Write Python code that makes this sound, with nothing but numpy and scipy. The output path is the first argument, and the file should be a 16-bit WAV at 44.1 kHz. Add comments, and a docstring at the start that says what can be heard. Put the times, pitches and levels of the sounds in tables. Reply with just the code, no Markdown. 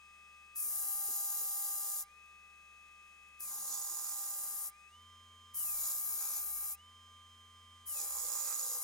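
"""Disc sander grinding a steel blade

A small disc sander runs on a workbench while a broad blade is ground on it in four passes.
Chopped motor current sings on multiples of 400 Hz; shaft tones and fan noise follow as cosines and filtered
noise. The blade drags the shaft down, and the speed is turned up once. Grit, as filtered noise, hisses and
rings the blade's edge, throbbing with each turn; the uneven disc makes the blade chatter and the housing boom."""
import sys
import numpy as np
from scipy import signal
from scipy.fft import rfft, irfft
from scipy.io import wavfile
from scipy.ndimage import uniform_filter1d, map_coordinates

SR = 44100
rng = np.random.default_rng(int(sys.argv[2]) if len(sys.argv) > 2 else 0)


def master_out(mix):
    """Clip the mix to full scale and print it as 16-bit PCM to the path in sys.argv[1]."""
    frames = np.transpose(np.atleast_2d(mix))
    ceiling = np.clip(frames, -1, 1)
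    pcm = np.round(ceiling * 32767).astype(np.int16)
    wavfile.write(sys.argv[1], SR, pcm)


N = 389403
T, HZ = np.arange(N) / SR, np.fft.rfftfreq(N, 1 / SR)


def amp(db):
    """Decibels to linear gain."""
    return 10 ** (np.asarray(db) / 20)


def evened(x):
    """Scales to rms 1 over all channels."""
    return x / np.sqrt(np.mean(x ** 2) + 1e-20)


def steady(x, size=3001):
    """Holds the slow level of a stereo signal at 1 and keeps its flutter; size in samples."""
    return x / np.sqrt(uniform_filter1d((x ** 2).mean(0), size) + 1e-12)


def curve(rows):
    """A time table at every sample."""
    return np.interp(T, *np.transpose(rows))


def read(rows, hz=HZ):
    """Each column of a frequency table, interpolated on a log axis."""
    f, *columns = np.transpose(rows)
    return np.array([np.interp(np.log(hz + 1), np.log(f + 1), c) for c in columns])


def drift(rate_hz):
    """Low-passed noise of rms 1."""
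    spectrum = rfft(rng.standard_normal(N))
    return evened(irfft(spectrum * np.exp(-(HZ / rate_hz) ** 2), N))


def rise(seconds, time_s, shape=1):
    """Climbs from 0 towards 1 once seconds is positive; a shape over 1 starts softly."""
    return 1 - np.exp(-(np.maximum(seconds, 0) / time_s) ** shape)


def lag(x, time_s):
    """Follows x sluggishly, as a one-pole low-pass."""
    keep = np.exp(-1 / (time_s * SR))
    return signal.lfilter([1 - keep], [1, -keep], x)


def modes(rows):
    """Gain over frequency of a set of steep-sided resonances, one row for each level column."""
    power = 0
    for hz, width_hz, *db in rows:
        power = power + amp(db)[:, None] ** 2 / (1 + (2.14 * (HZ - hz) / width_hz) ** 2) ** 2
    return np.sqrt(power)


# stereo spread: f/Hz, left-right likeness/0-1, lead of left over right/rad
STEREO = [(60, 1, 1), (685, 0.82, 0.36), (1340, 0.7, 0.7), (2840, 0.48, 1.87), (5430, 0.74, 0.13),
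          (7200, 1, 1.52), (7700, 0.85, 2), (10900, 0.41, 2.5), (15500, 0.61, 4)]


def radiate(pair, gain):
    """Colours two unrelated signals and blends them into left and right, at rms 1."""
    same, lead_rad = read(STEREO)
    same = np.clip(same, 0, 1)
    a, b = rfft(pair)
    right = (same * a + np.sqrt(1 - same ** 2) * b) * np.exp(-1j * lead_rad)
    return evened(irfft(np.array([a, right]) * gain, N))


def track(turns, size, wear_per_s):
    """Unevenness round the disc, met again on every turn and slowly renewed by wear."""
    age = T * wear_per_s
    ground = rng.standard_normal((200, size))
    return evened(map_coordinates(ground, [age, turns % 1 * size], order=1, mode="grid-wrap"))


SLOW_HZ, FAST_HZ = 71.5, 87.3  # free shaft rate at each setting
DIAL_S, SPIN_UP_S, INERTIA_S = 4.875, .02, .044  # speed turned up at, dial travel time, shaft lag
LEAN_S, LEAN_TIME_S, LEAN_SAG_HZ = 8.1, .11, 6.4  # the hand leans in harder in the last pass
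PRESS_CURVE = 1.7  # the hands press gently at first
# blade on disc: start/s, end/s, press time/s, ease-off time/s, shaft sag/Hz, motor load (1 = full),
# hiss at first: level/dB, hiss at last: level/dB, hiss tilt/dB (top up, rest down by this each),
# pan swing to left at mid-stroke/dB, base chatter low, middle, high: level/dB, boom: level/dB
PASSES = [(.547, 2.045, .19, .055, 28, 1.05, -34.8, -37.3, .4, -.5, -70, -71, -75, -95),
          (3.387, 4.708, .122, .08, 30.8, .88, -42, -38.8, -1.2, -4, -72.5, -64.5, -66.5, -82),
          (5.534, 6.758, .106, .03, 25.2, .92, -35, -38, 1.3, .5, -73.5, -68, -61, -79),
          (7.852, 8.9, .067, .045, 23.3, 1.05, -39, -38.7, -1.2, -5, -65.5, -64.5, -62.5, -96)]


def motor(current_law=0.38, current_lag_s=0.035):
    """The dial sets the speed and the blade drags it down: returns speed in Hz, dial 0-1 and load."""
    drag_hz = LEAN_SAG_HZ * rise(T - LEAN_S, LEAN_TIME_S, PRESS_CURVE)
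    load = 0
    for start, end, press_s, ease_s, sag_hz, current, *_ in PASSES:
        pressure = rise(T - start, press_s, PRESS_CURVE) * rise(end - T, ease_s)
        drag_hz = drag_hz + sag_hz * pressure
        load = load + current * pressure ** current_law
    dial = lag(rise(T - DIAL_S, SPIN_UP_S), INERTIA_S)
    speed_hz = SLOW_HZ + (FAST_HZ - SLOW_HZ) * dial - lag(drag_hz, INERTIA_S)
    return speed_hz, dial, lag(load, current_lag_s)


# rush of disc and fan: f/Hz, relative density level/dB
AIR = [(15, -1), (30, 3), (80, -8.5), (130, -3.5), (280, -6), (420, -2.5), (800, -5), (1250, -1.5),
       (1600, -0.5), (2100, 2.5), (4200, -7.5), (6500, -8), (10000, -9), (15800, -13.5)]


def air(turns, rush_db=-70, brush_db=-73):
    """The fan's rush is filtered noise; the brushes' rasp nearly repeats with each turn."""
    rush = radiate(rng.standard_normal((2, N)), amp(read(AIR)))
    rasp = np.array([track(turns, size=400, wear_per_s=0.64) for _ in range(2)])
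    # f/Hz, width/Hz, level/dB
    colour = modes([(1166, 240, 4), (2090, 210, 4.5), (3220, 590, 3.0), (5070, 690, 0.5), (8140, 2700, 3.5)])
    return amp(rush_db) * rush + amp(brush_db) * radiate(rasp, colour)


CHOPPER_HZ = 400
# song of the chopped current: multiple of chopper rate, idle slow level/dB,
# change at load 1/dB, change at fast setting/dB
CHOPPER = [(2, -85, 21.5, -5), (3, -65, 4, 0), (4, -81, 6.5, -2), (5, -81, 2, -2.5), (6, -90.5, 7.5, -6),
           (7, -94, 21, -2), (8, -94, 16.5, 2.5), (9, -84, -14, 2.5), (10, -89, 18.5, 0),
           (12, -97, 28.5, -8), (13, -88, 15, 3), (16, -79.5, 1.5, 0.5), (18, -92, 4, 3),
           (19, -92, -10, -7), (20, -86.5, -22, 3), (21, -90, 13, -2), (22, -101, 0, 4), (23, -86, 28, -6),
           (26, -86, 18, -2)]


def chopper(load, dial, waver_db=1.15, right_db=0.5):
    """Current pulses shake the motor at fixed harmonics, whose levels shift with load and dial."""
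    out = np.zeros((2, N))
    wavers = [drift(7.4) for _ in range(3)]
    for index, (multiple, idle_db, load_db, fast_db) in enumerate(CHOPPER):
        hz = multiple * CHOPPER_HZ
        lead_rad = read(STEREO, hz)[1]
        phase = 2 * np.pi * (hz * T + rng.random()) - np.array([[0], [lead_rad]])
        level_db = idle_db + load_db * load + fast_db * dial + waver_db * wavers[index % len(wavers)]
        out += amp(level_db) * np.sqrt(2) * np.cos(phase)
    return out * amp([[0], [right_db]])


ROCK_SLOW_DB, ROCK_FAST_DB, ROCK_PINNED_DB = -76.5, -68.5, -81  # at each setting, and under a hard push
# shaft tones: multiple of shaft rate, slow level/dB, fast level/dB
ORDERS = [(2.61, -87.5, -80.5), (2.85, -96, -99), (5.04, -100, -93), (11.98, -97, -73), (22.9, -96, -85.5),
          (25.96, -85, -83), (28, -117, -91), (47.7, -92, -89), (59.6, -98, -86.5), (76, -99, -86)]
# housing response to the armature whine: f/Hz, left level/dB, right level/dB
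WHINE = [(1450, -110, -106), (2080, -104, -71.5), (2310, -71, -70.5), (2564, -57, -74),
         (2556.5, -56.5, -63.5), (2730, -73.5, -86), (2940, -62.5, -61.5), (3040, -65, -62.5)]


def shaft(speed_hz, dial, turns, load, whine_order=36, waver_db=0.7, flutter_db=2, load_lift_db=1.0,
          firm_sag_hz=29, wobble_db=2):
    """Imbalance, bearing and armature tones follow the shaft; load lifts hum and whine, and whine flutters."""
    fast = np.clip((speed_hz - SLOW_HZ) / (FAST_HZ - SLOW_HZ), -.2, 1.1)
    sag_hz = SLOW_HZ + (FAST_HZ - SLOW_HZ) * dial - speed_hz
    firm = np.minimum((sag_hz / firm_sag_hz) ** 8, 1)  # only a hard push pins the rocking

    free_db = ROCK_SLOW_DB + (ROCK_FAST_DB - ROCK_SLOW_DB) * dial
    rock_db = free_db + (ROCK_PINNED_DB - free_db) * firm
    rock_db = rock_db + (.7 + wobble_db * load) * drift(3.9)
    rocking = amp(rock_db) * np.cos(2 * np.pi * turns + 2.3 * load * drift(7.6))

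    hum = 0
    for order, slow_db, fast_db in ORDERS:
        tone = np.cos(2 * np.pi * (order * turns + rng.random()))
        hum = hum + amp(slow_db + (fast_db - slow_db) * fast) * tone

    lead_rad = np.interp(speed_hz, [SLOW_HZ, FAST_HZ], [1.8, .4])
    whine_db = read(WHINE, whine_order * speed_hz) + (waver_db + flutter_db * load) * drift(26)
    whine = amp(whine_db) * np.cos(2 * np.pi * whine_order * turns + np.outer([1, 0], lead_rad))
    return np.sqrt(2) * (rocking + amp(load_lift_db * load) * (hum + whine))


# blade knocking on the machine: t/s, level/dB, f/Hz, t60/s
KNOCKS = [(1.084, -55.5, 410, 0.094), (1.099, -59.5, 263, 0.13), (3.908, -65, 360, 0.24)]
# steel on grit, and handling: t/s, level/dB
TICKS = [(0.559, -38), (2.26, -68), (3.285, -62), (3.405, -35), (5.02, -64), (5.545, -42)]


def contacts(tick_t60_s=0.026):
    """Dull knocks of the held blade are decaying sines; bright ticks are bursts of hiss-coloured noise."""
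    knocks = 0
    for at_s, db, hz, t60_s in KNOCKS:
        decay = (T > at_s) * amp(db - 60 * abs(T - at_s) / t60_s)
        knocks = knocks + decay * np.sin(2 * np.pi * hz * (T - at_s))
    ticks = sum((T > at_s) * amp(db - 60 * abs(T - at_s) / tick_t60_s) for at_s, db in TICKS)
    return knocks + ticks * radiate(rng.standard_normal((2, N)), amp(read(HISS)))


def grit(throb_db, grain_db=-1.5):
    """Countless grains of uneven size scratch the steel, harder on the high spots."""
    return rng.standard_normal((2, N)) * amp(throb_db + grain_db * drift(2500))


def fine_modes(spread_hz=70, depth=0.94):
    """The crowded modes of a thin plate leave narrow peaks and notches, different left and right."""
    place = HZ / spread_hz
    crowd = rng.standard_normal((2, 1200)) + 1j * rng.standard_normal((2, 1200))
    ripple = np.array([np.interp(place, np.arange(len(side)), side) for side in crowd])
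    return abs(1 + depth * ripple)


def sliding(throb_db, gain, slide_hz=0.3978):
    """Grit heard through the blade, whose fine peaks and notches change as the contact slides along it."""
    angle = 2 * np.pi * slide_hz * T
    return sum(share * radiate(grit(throb_db), gain * fine_modes()) for share in (np.cos(angle), np.sin(angle)))


BITE_S, SEAT_S, LIFT_S = 0.023, 0.057, 0.035  # hiss starts first, blade body follows; both stop on lifting
USUAL_RING_DB = -45.5
HAND_DB, HAND_HZ = .3, 10  # the hands are never quite still
# edge ring as the bevel rocks on the disc, one curve a pass: t/s, level/dB
RING = [
    [(.6, -68), (.75, -51.5), (.97, -53.5), (1.05, -47.5), (1.3, -46), (1.42, -47.5), (2.0, -47)],
    [(3.44, -48.5), (3.62, -48), (3.74, -41), (3.8, -44), (4.0, -45), (4.3, -48), (4.4, -50), (4.68, -54.5)],
    [(5.6, -50.5), (5.71, -50.5), (5.85, -41), (6.06, -51.5), (6.22, -44.5), (6.38, -45), (6.46, -54.5),
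     (6.73, -53.5)],
    [(7.9, -53), (8.0, -40), (8.07, -47.5), (8.16, -43), (8.7, -41.5), (8.83, -48.5)],
]


def strokes(follow=(.3, .35, .6), ends_db=(-3, -2, -3), rest_pan_db=1):
    """Per-pass gains of hiss, ring, boom and 3 chatters (most at mid-stroke, hard ring); tilt, pan, firmness/dB."""
    total = np.zeros((9, N))
    for row, ring in zip(PASSES, RING):
        start, end, _, _, _, _, first_db, last_db, tilt_db, swing_db, *chatter_db, boom_db = row
        during = (T > start) & (T < end)
        t = T[during] - start
        along = t / (end - start)
        middle = np.sin(np.pi * along) ** 2
        held = np.clip((end - start - t) / LIFT_S, 0, 1)
        bite = held * rise(t, BITE_S, PRESS_CURVE)
        seated = held * rise(t, SEAT_S, PRESS_CURVE)
        ring_db = curve(ring)[during]
        firm_db = ring_db - USUAL_RING_DB
        chatter = [seated * amp(db + share * firm_db + end_db * (1.5 - middle))
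                   for db, share, end_db in zip(chatter_db, follow, ends_db)]
        hiss = bite * amp(first_db + (last_db - first_db) * along)
        pan_db = rest_pan_db + swing_db * middle
        total[:, during] += [hiss, seated * amp(ring_db), bite * amp(boom_db), *chatter,
                             bite * tilt_db, bite * pan_db, bite * firm_db]
    total[:6] *= amp(HAND_DB * drift(HAND_HZ))
    return total


THROB_DB, THROB_GROWTH_PER_DB = 3.6, .07  # at the usual ring; exponential growth per dB of ring
SPOT_SHARPNESS = 7  # higher: narrower raised places
LOOSE = .52  # weight of noise against turn-locked lumps in the chatter
# raised places on the disc: share of a turn, relative height
HIGH_SPOTS = [(0, 1), (.7, .5), (.42, .3)]
# grit hiss: f/Hz, left relative density level/dB, right relative density level/dB
HISS = [(304, -32, -40.5), (1740, -32.5, -19.5), (2970, -30.5, -49), (4300, -26, -33), (4800, -18, -17),
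        (6540, -16, -9), (8310, -7.5, -9), (9030, -1, -4.5), (11100, -0.5, -7.5), (12800, 0, -2),
        (13800, -7.5, -6.5), (16200, -8, -4.5)]
# thin-plate modes colouring the hiss: f/Hz, width/Hz, lift/dB
PLATE = [(8760, 110, 0), (10600, 270, 3), (11520, 290, 5.5), (13000, 110, 5), (14580, 490, 8)]
# modes rung by the edge: f/Hz, width/Hz, left relative level/dB, right relative level/dB
EDGE = [(3590, 430, -16.5, -18.5), (3980, 14, -1, -32), (4463, 84, -12.5, -6), (5134, 770, -9.5, -10.5),
        (6200, 1250, -8, -8.5), (6830, 400, -19, 2), (6936, 340, -3, 3.5), (7240, 340, -12, 2),
        (7880, 390, -9, 1), (9250, 155, -1, 1)]
# bending modes of the blade against the disc: f/Hz, width/Hz, relative level/dB
LOW_BENDS = [(408, 27, -8), (497, 44, 2.5), (577.5, 31, 1)]
# as above, middle: f/Hz, width/Hz, relative level/dB
MID_BENDS = [(828, 67, 0.088), (1052, 94, 0.41)]
# as above, high: f/Hz, width/Hz, relative level/dB
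HIGH_BENDS = [(1262, 260, 0), (1530, 320, -12), (1930, 240, -16), (2410, 580, -10)]
# low boom of the machine's housing while the blade is pressed on: f/Hz, width/Hz, relative level/dB
BOOM = [(176, 160, -1), (229, 15, 7.5)]


def grinding(turns, hiss_throb=0.21, flutter_db=.5, ripple_db=1.0, chatter_waver_db=2.66):
    """Grit hisses and rings the edge; lumps of the disc drive the blade's bending modes and the housing."""
    bite, ring, boom, low, mid, high, tilt_db, pan_db, firm_db = strokes()

    spots = 0
    for at_turn, height in HIGH_SPOTS:
        spots = spots + height * np.exp(SPOT_SHARPNESS * (np.cos(2 * np.pi * (turns - at_turn)) - 1))
    rough = .65 * evened(spots - spots.mean()) + .3 * track(turns, size=14, wear_per_s=2.5)
    bumps = np.tanh(rough)  # the blade gives way to the highest
    throb_db = THROB_DB * np.exp(THROB_GROWTH_PER_DB * firm_db) * bumps
    throb_db = throb_db + flutter_db * drift(55)
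    throb_db = throb_db + ripple_db * np.cos(2 * np.pi * CHOPPER_HZ * T)  # the torque ripples too

    plate_db = sum(db / (1 + (2 * (HZ - hz) / width_hz) ** 2) for hz, width_hz, db in PLATE)
    hiss = sliding(hiss_throb * throb_db, amp(read(HISS) + plate_db))
    top = irfft(rfft(hiss) / (1 + (11500 / (HZ + 1)) ** 10), N)  # above 11.5 kHz
    hiss = steady(top * amp(tilt_db) + (hiss - top) * amp(-tilt_db))
    edge = steady(sliding(throb_db, modes(EDGE)))
    scrape = (bite * hiss + ring * edge) * amp(np.outer([.5, -.5], pan_db))

    lumps = np.array([(1 - LOOSE) * track(turns, size=160, wear_per_s=2) + LOOSE * rng.standard_normal(N)
                      for _ in range(2)])
    lumps = lumps * amp(1.8 * throb_db)
    chatter = 0
    for gain, bends in [(low, LOW_BENDS), (mid, MID_BENDS), (high, HIGH_BENDS)]:
        waver = amp(chatter_waver_db * drift(8.3))
        chatter = chatter + gain * waver * steady(radiate(lumps, modes(bends)))
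    return scrape + chatter + boom * radiate(lumps, modes(BOOM))


def scene():
    """Sums motor, shaft, air, contacts and grinding on one shared shaft angle."""
    speed_hz, dial, load = motor()
    # the drag of the blade unsteadies the shaft
    speed_hz = speed_hz * (1 + (0.00026 + 0.0034 * load) * drift(16.27))
    turns = np.cumsum(speed_hz) / SR
    machine = air(turns) + chopper(load, dial) + shaft(speed_hz, dial, turns, load)
    return machine + contacts() + grinding(turns)


EDGE_HZ = 15900


def record(dry):
    """Band limit: steep linear-phase low-pass at EDGE_HZ."""
    low_pass = signal.firwin(511, EDGE_HZ, window=("kaiser", 9), fs=SR)
    return signal.oaconvolve(dry, low_pass[None], "same")


dry = scene()
out = record(dry)
master_out(out)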